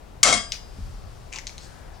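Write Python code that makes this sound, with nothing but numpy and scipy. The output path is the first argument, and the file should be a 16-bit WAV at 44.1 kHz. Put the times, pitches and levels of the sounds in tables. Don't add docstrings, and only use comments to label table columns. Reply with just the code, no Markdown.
import sys
import numpy as np
from scipy import signal
from scipy.fft import rfft, irfft
from scipy.io import wavfile
from scipy.ndimage import uniform_filter1d

SR = 44100
rng = np.random.default_rng(int(sys.argv[2]) if len(sys.argv) > 2 else 0)


def digitize_waveform(pressure):
    field = np.atleast_2d(pressure).T
    bounded = np.clip(field, -1, 1)
    quanta = np.round(bounded * 32767).astype(np.int16)
    wavfile.write(sys.argv[1], SR, quanta)


def volts(x):
    e = np.asarray(x, float) / 20
    return 10 ** e


N = 88200
T = np.arange(N) / SR
HZ = np.fft.rfftfreq(N, 1 / SR) + 1

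# frequency in Hz, level in dB.
AIR_SPECTRUM = [(15, -33.5), (25, 3), (134, -8.5), (301, -14), (775, -14), (1520, -25), (8000, -37.5),
                (16000, -41.5)]
# frequency in Hz, correlation from -1 to 1.
AIR_CORRELATION = [(60, 0.9), (130, 0.18), (290, 0.0087), (640, -0.29), (1410, 0.18), (3100, 0.55),
                   (6820, 0.24), (15000, -0.6)]
# time in seconds, level in dB.
RUMBLE_LEVEL = [(0.0, -51.5), (0.31, -40), (0.52, -46.5), (0.75, -45), (0.82, -35.5), (1.14, -42.5),
                (1.25, -42.5), (1.27, -50), (1.7, -51), (1.72, -55), (1.93, -44), (2.0, -52.5)]
# time in seconds, level in dB.
RUSTLE_LEVEL = [
    (0, -70),
    (.5, -52),
    (.8, -52),
    (1.2, -55),
    (1.55, -51.5),
    (1.7, -50),
    (2.0, -60),
]
# frequency in Hz, level in dB.
CLOTH_SPECTRUM = [(150, 17), (500, -39), (1200, 1.5), (2500, -7), (5000, -4), (9000, -9.5), (15000, -21.5)]
# start in seconds, length in seconds, level in dB, centre frequency in Hz.
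SLIDES = [(1.322, .09, -46, 2400), (1.335, .075, -49, 920), (1.325, .07, -47, 6500), (1.59, .1, -54, 4500),
          (1.61, .08, -55, 7000), (1.62, .45, -58, 1500), (1.8, .25, -60, 750), (.7, .65, -66, 4600),
          (.85, .45, -63, 1150), (.243, .06, -27, 1250), (.245, .11, -27, 630), (.27, .15, -40, 215),
          (.52, .05, -47, 2200), (.52, .06, -45, 5200), (1.93, .07, -62, 4800)]
# start in seconds, level in dB, low mode in Hz, high mode in Hz,
# low mode against high mode in dB.
CONTACTS = [(.5203, -14, 3000, 4900, -3), (.5209, -14, 3900, 6900, -1), (.5206, -21, 2100, 5700, 0),
            (.5234, -22, 4900, 5900, 0), (.5290, -25, 3000, 5500, -4), (.5330, -26, 5000, 6200, 0),
            (.5430, -29, 4700, 5200, 0), (1.3228, -36, 2340, 6000, 5), (1.3275, -21, 2720, 6900, -1),
            (1.3360, -21, 2400, 6830, -1), (1.3430, -31, 2600, 7000, 3), (1.3510, -31, 2600, 6640, 2),
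            (1.3597, -17, 4900, 6900, -3), (1.3600, -27, 2700, 5800, 2), (1.3660, -26, 2960, 7000, 0),
            (1.3772, -31, 2824, 7000, 6), (1.3864, -15, 2130, 5530, -4), (1.3915, -30, 2200, 5370, 4),
            (1.4697, -12, 4194, 6050, -8), (1.4760, -24, 4500, 5600, -2), (1.4700, -30, 2240, 9500, 3),
            (1.4943, -27, 2330, 5400, 0), (1.5010, -34, 4410, 5620, 0), (1.5808, -24, 4300, 6350, 0),
            (1.5870, -35, 3900, 5600, 0)]
# frequency in Hz, level in dB.
TICK_SPECTRUM = [(500, -38.5), (1200, -20.5), (2000, -3.5), (4000, -2.5), (6500, 5.5), (8000, -13),
                 (11000, -18), (16000, -23.5)]
# start in seconds, level in dB, crack in dB, dish ring in dB.
BLOWS_ON_DISH = [
    (.2305, 0.5, -1, -13),
    (.2330, -5.5, 4.5, -13),
    (.3266, -8.5, 1, 6),
    (.3340, -20, 1, -7),
    (.3385, -18, 8, 1),
]
# frequency in Hz, level in dB, T60 in seconds.
DISH_MODES = [(689, -10, .35), (650, -9, .3), (707, -9, .3), (1160, -14, .45), (1622, -11, .5),
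              (1325, -11, .25), (3280, -5, .3), (5120, -11, .3), (5922, -10, .25), (6200, -9, .25),
              (7014, -13, .25), (7500, -11, .4), (8430, -15, .25), (242, -10, .25)]
# frequency in Hz, level in dB, T60 in seconds.
BLADE_MODES = [(2169, 5, 0.16), (2290, -4, 0.16), (5985, 3.5, 0.049), (6050, -11, 0.036), (6350, -3, 0.017),
               (6940, 0.5, 0.075), (5220, -11.5, 0.065), (1175, -5.5, 0.083), (1354, -9.5, 0.071),
               (7350, 0, 0.055), (8860, -1, 0.052), (3800, -5, 0.046)]
# frequency in Hz, level in dB.
CRACK_SPECTRUM = [(100, -54), (700, -18), (1200, -13), (2200, -8), (4000, -1.5), (6500, 2.5), (9000, -1),
                  (16000, -31.5)]
# frequency in Hz, level in dB.
PARTS_SPECTRUM = [(100, -29), (240, -4), (500, -22), (650, -19.5), (959, -9), (1300, 0), (1840, -9),
                  (7500, -7.5), (10600, -19)]
# time in seconds, level in dB.
SHAKE_LEVEL = [
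    (.232, -27.5),
    (.25, -21),
    (.29, -19),
    (.322, -25),
    (.34, -29),
    (.37, -29),
    (.42, -47),
    (.5, -73),
]
# frequency in Hz, level in dB, T60 in seconds.
RIM_MODES = [(4929, 0, .7), (4912, -7, .6), (4893, -9, .6), (4962, -8, .3), (4832, -13, .6), (3280, -8, .3),
             (1622, -9, .45), (665, -7, .45), (615, -9, .25)]
# start in seconds, level in dB.
RIM_STRIKES = [
    (.2305, -44),
    (.290, -39),
    (.3375, -37),
    (.5205, -53),
]
# frequency in Hz, level in dB, T60 in seconds.
FLAT_MODES = [(2191, 0, .08), (2141, -6, .08), (3830, -3, .05), (4990, -3, .04), (5060, -5, .05),
              (6160, -3, .05), (6360, -4, .04), (7300, -7, .03), (8790, -7, .04), (1320, -8, .06)]
# start in seconds, level in dB.
FLAT_LANDINGS = [
    (.3266, -26),
    (.3284, -24),
    (.3340, -27),
    (.3380, -24),
]
# frequency in Hz, level difference in dB.
STEEL_LEFT_DB = [(60, 3.5), (110, 3.5), (200, 7.8), (380, 5.8), (700, 8.4), (1290, 10.7), (2380, 11),
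                 (4400, 4.4), (8120, 4.8), (15000, 0.5)]
# frequency in Hz, phase in radians.
STEEL_LEFT_RAD = [(60, .2), (300, 1.0), (1200, .6), (5500, .6), (8000, -1.4), (11000, -3.0), (16000, -3.3)]
# frequency in Hz, level difference in dB.
AIR_LEFT_MINUS_RIGHT = [(60, 4.4), (110, 3.8), (200, 1.94), (380, 5.9), (700, 27), (1290, 4.4), (2380, 6.2),
                        (4400, 4.0), (8120, 2.0), (15000, 1.5)]


def across(table):
    hz, value = np.array(table).T
    return np.interp(np.log(HZ), np.log(hz), value)


def along(table):
    return volts(np.interp(T, *np.array(table).T))


def unit(x):
    return x / np.sqrt(np.mean(x ** 2))


def colour(x, table):
    cepstrum = irfft(np.log(volts(across(table))), N)
    cepstrum[1:N // 2] *= 2
    cepstrum[N // 2 + 1:] = 0
    return irfft(rfft(x) * np.exp(rfft(cepstrum)), N)


def cut(x, hz, kind, order=4):
    return signal.sosfilt(signal.butter(order, hz, kind, fs=SR, output="sos"), x)


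def ring(x, modes):
    out = 0
    for hz, db, t60 in modes:
        decay = np.log(1000) / max(t60, .002)
        pole = np.exp((2j * np.pi * hz - decay) / SR)
        out = out + volts(db) * signal.lfilter([1], [1, -pole], x).imag
    return out


def at(s, db=0):
    x = np.zeros(N)
    x[int(s * SR)] = volts(db)
    return x


def fade(s, t60):
    return (T >= s) * volts(-60 * np.clip(T - s, 0, None) / t60)


def walk(rate):
    k = int(SR / rate)
    steps = np.repeat(rng.standard_normal(N // k + 1), k)
    return unit(uniform_filter1d(uniform_filter1d(steps, k), k)[:N])


def grains(rate, spread_db):
    happens = rng.random(N) < rate / SR
    size = volts(spread_db * np.minimum(rng.exponential(size=N), 4))
    return unit(happens * size * rng.choice([-1, 1], N))


def wide(table):
    like = np.clip(across(AIR_CORRELATION), -.98, .98)
    noise = rfft(rng.standard_normal((2, N))) * volts(across(table))
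    mid, side = noise * np.sqrt([1 + like, 1 - like])
    return unit(irfft(np.array([mid + side, mid - side]), N))


def garage_air():
    return volts(-46.5 + 0.23 * walk(3.35)) * wide(AIR_SPECTRUM)


def sleeve_rustle():
    return along(RUSTLE_LEVEL) * volts(1.2 * walk(8.2)) * wide(CLOTH_SPECTRUM)


def bench_rumble():
    centre_hz, width_hz = 53.4, 48
    hump = [(15, -20), (centre_hz - width_hz / 3, 0), (centre_hz + width_hz, -7), (260, -30), (600, -70)]
    return along(RUMBLE_LEVEL) * wide(hump)


def casting_thud():
    hz, t60_s = 231.4, 0.11
    force = uniform_filter1d(at(.785, -40.5), size=60)
    return ring(force, [(hz, 0, t60_s), (0.85 * hz, 0, t60_s)])


def room(x):
    gap_s, t60_low_s, t60_high_s = 0.001, 0.34, 0.29
    noise = rng.standard_normal((2, N))
    low = cut(noise, 3000, "low", order=2 - 1)
    tail = low * fade(gap_s, t60_low_s) + (noise - low) * fade(gap_s, t60_high_s)
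    tail = tail / np.sqrt(np.sum(tail ** 2) / 2)
    return volts(-6.5) * signal.fftconvolve(x[None], tail, axes=1)[:, :N]


def scrapes():
    out = 0
    for s, length, db, hz in SLIDES:
        progress = np.clip((T - s) / length, 0, 1)
        pressure = np.sin(np.pi * progress ** .6) ** .7
        rub = ring(grains(9000, 2.5), [(hz, 0, 18 / hz), (hz * 1.13, -2, 18 / hz)])
        out = out + volts(db + 1) * pressure * unit(rub)
    return out


def clicks():
    ring_t60_s, spread = .0055, .1
    tick_t60_s, chatter_t60_s = 0.0033, 0.05
    rings, ticks = 0, 0
    for s, db, low_hz, high_hz, low_db in CONTACTS:
        low_shift, high_shift = 1 + spread * rng.standard_normal(2)
        modes = [(low_hz, low_db, 2.2 * ring_t60_s), (low_hz * low_shift, low_db - 2.5, ring_t60_s),
                 (high_hz, 0, ring_t60_s), (high_hz * high_shift, -3, ring_t60_s)]
        rings = rings + ring(uniform_filter1d(at(s, db - 8.5), size=3), modes)
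        ticks = ticks + volts(db - 13) * fade(s, tick_t60_s)
        ticks = ticks + volts(db - 23.5) * fade(s, chatter_t60_s)
    return rings + ticks * unit(colour(rng.standard_normal(N), TICK_SPECTRUM))


def shaken_parts():
    shake = grains(4000, 2.8)
    start_s, end_s = SHAKE_LEVEL[0][0], SHAKE_LEVEL[-1][0]
    held = along(SHAKE_LEVEL) * (T > start_s) * (T < end_s)
    out = held * unit(colour(shake, PARTS_SPECTRUM))
    for modes, db in [(DISH_MODES, -5.5), (BLADE_MODES, -10)]:
        steady = np.std(ring(shake, modes))
        out = out + volts(db) * ring(shake * held, modes) / steady
    return out


def tool_drop():
    out, hiss = 0, unit(colour(rng.standard_normal(N), CRACK_SPECTRUM))
    for s, db, crack_db, dish_db in BLOWS_ON_DISH:
        out = out + ring(at(s, db + dish_db - 34.5), DISH_MODES)
        out = out + ring(at(s, db - 19.5), BLADE_MODES)
        out = out + volts(db + crack_db - 6.5) * hiss * fade(s, 0.031)
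    out = out + ring(sum(at(*hit) for hit in RIM_STRIKES), RIM_MODES)
    return out + ring(sum(at(*hit) for hit in FLAT_LANDINGS), FLAT_MODES)


def microphones(x, table, rad=0):
    half = volts(across(table) / 2) * np.exp(.5j * rad)
    power = np.abs(half) ** 2 + 1 / np.abs(half) ** 2
    return irfft(rfft(x) * np.array([half, 1 / half]) / np.sqrt(power) * 1.566, N)


def scene():
    background = garage_air() + sleeve_rustle() + bench_rumble() + casting_thud()
    dish = cut(tool_drop() + shaken_parts(), 384, "high", order=1)
    steel = dish + cut(clicks(), 1690, "high") + scrapes()
    direct = microphones(steel, STEEL_LEFT_DB, across(STEEL_LEFT_RAD))
    reverberant = microphones(room(steel), STEEL_LEFT_DB)
    return direct + reverberant + microphones(background, AIR_LEFT_MINUS_RIGHT)


def band_limit(x):
    return signal.sosfilt(signal.butter(12, 16250, fs=SR, output="sos"), x)


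def record(dry):
    top_hz, starved_hz, threshold_db = 16250, 10600, -28
    late, span = int(.010 * SR), int(.11 * SR)
    x = 1.1 * np.tanh(dry / 1.1)
    x = irfft(rfft(x) * (HZ < top_hz), N)
    top = irfft(rfft(x) * (HZ > starved_hz), N)
    memory = np.r_[np.zeros(late), np.ones(span) / span]
    spent = signal.fftconvolve(cut(x[0], 1500, "high") ** 2, memory)[:N]
    shut = uniform_filter1d(1. * (spent > volts(2 * threshold_db)), size=200)
    return band_limit(x - top * shut)


dry = scene()
out = record(dry)
digitize_waveform(out)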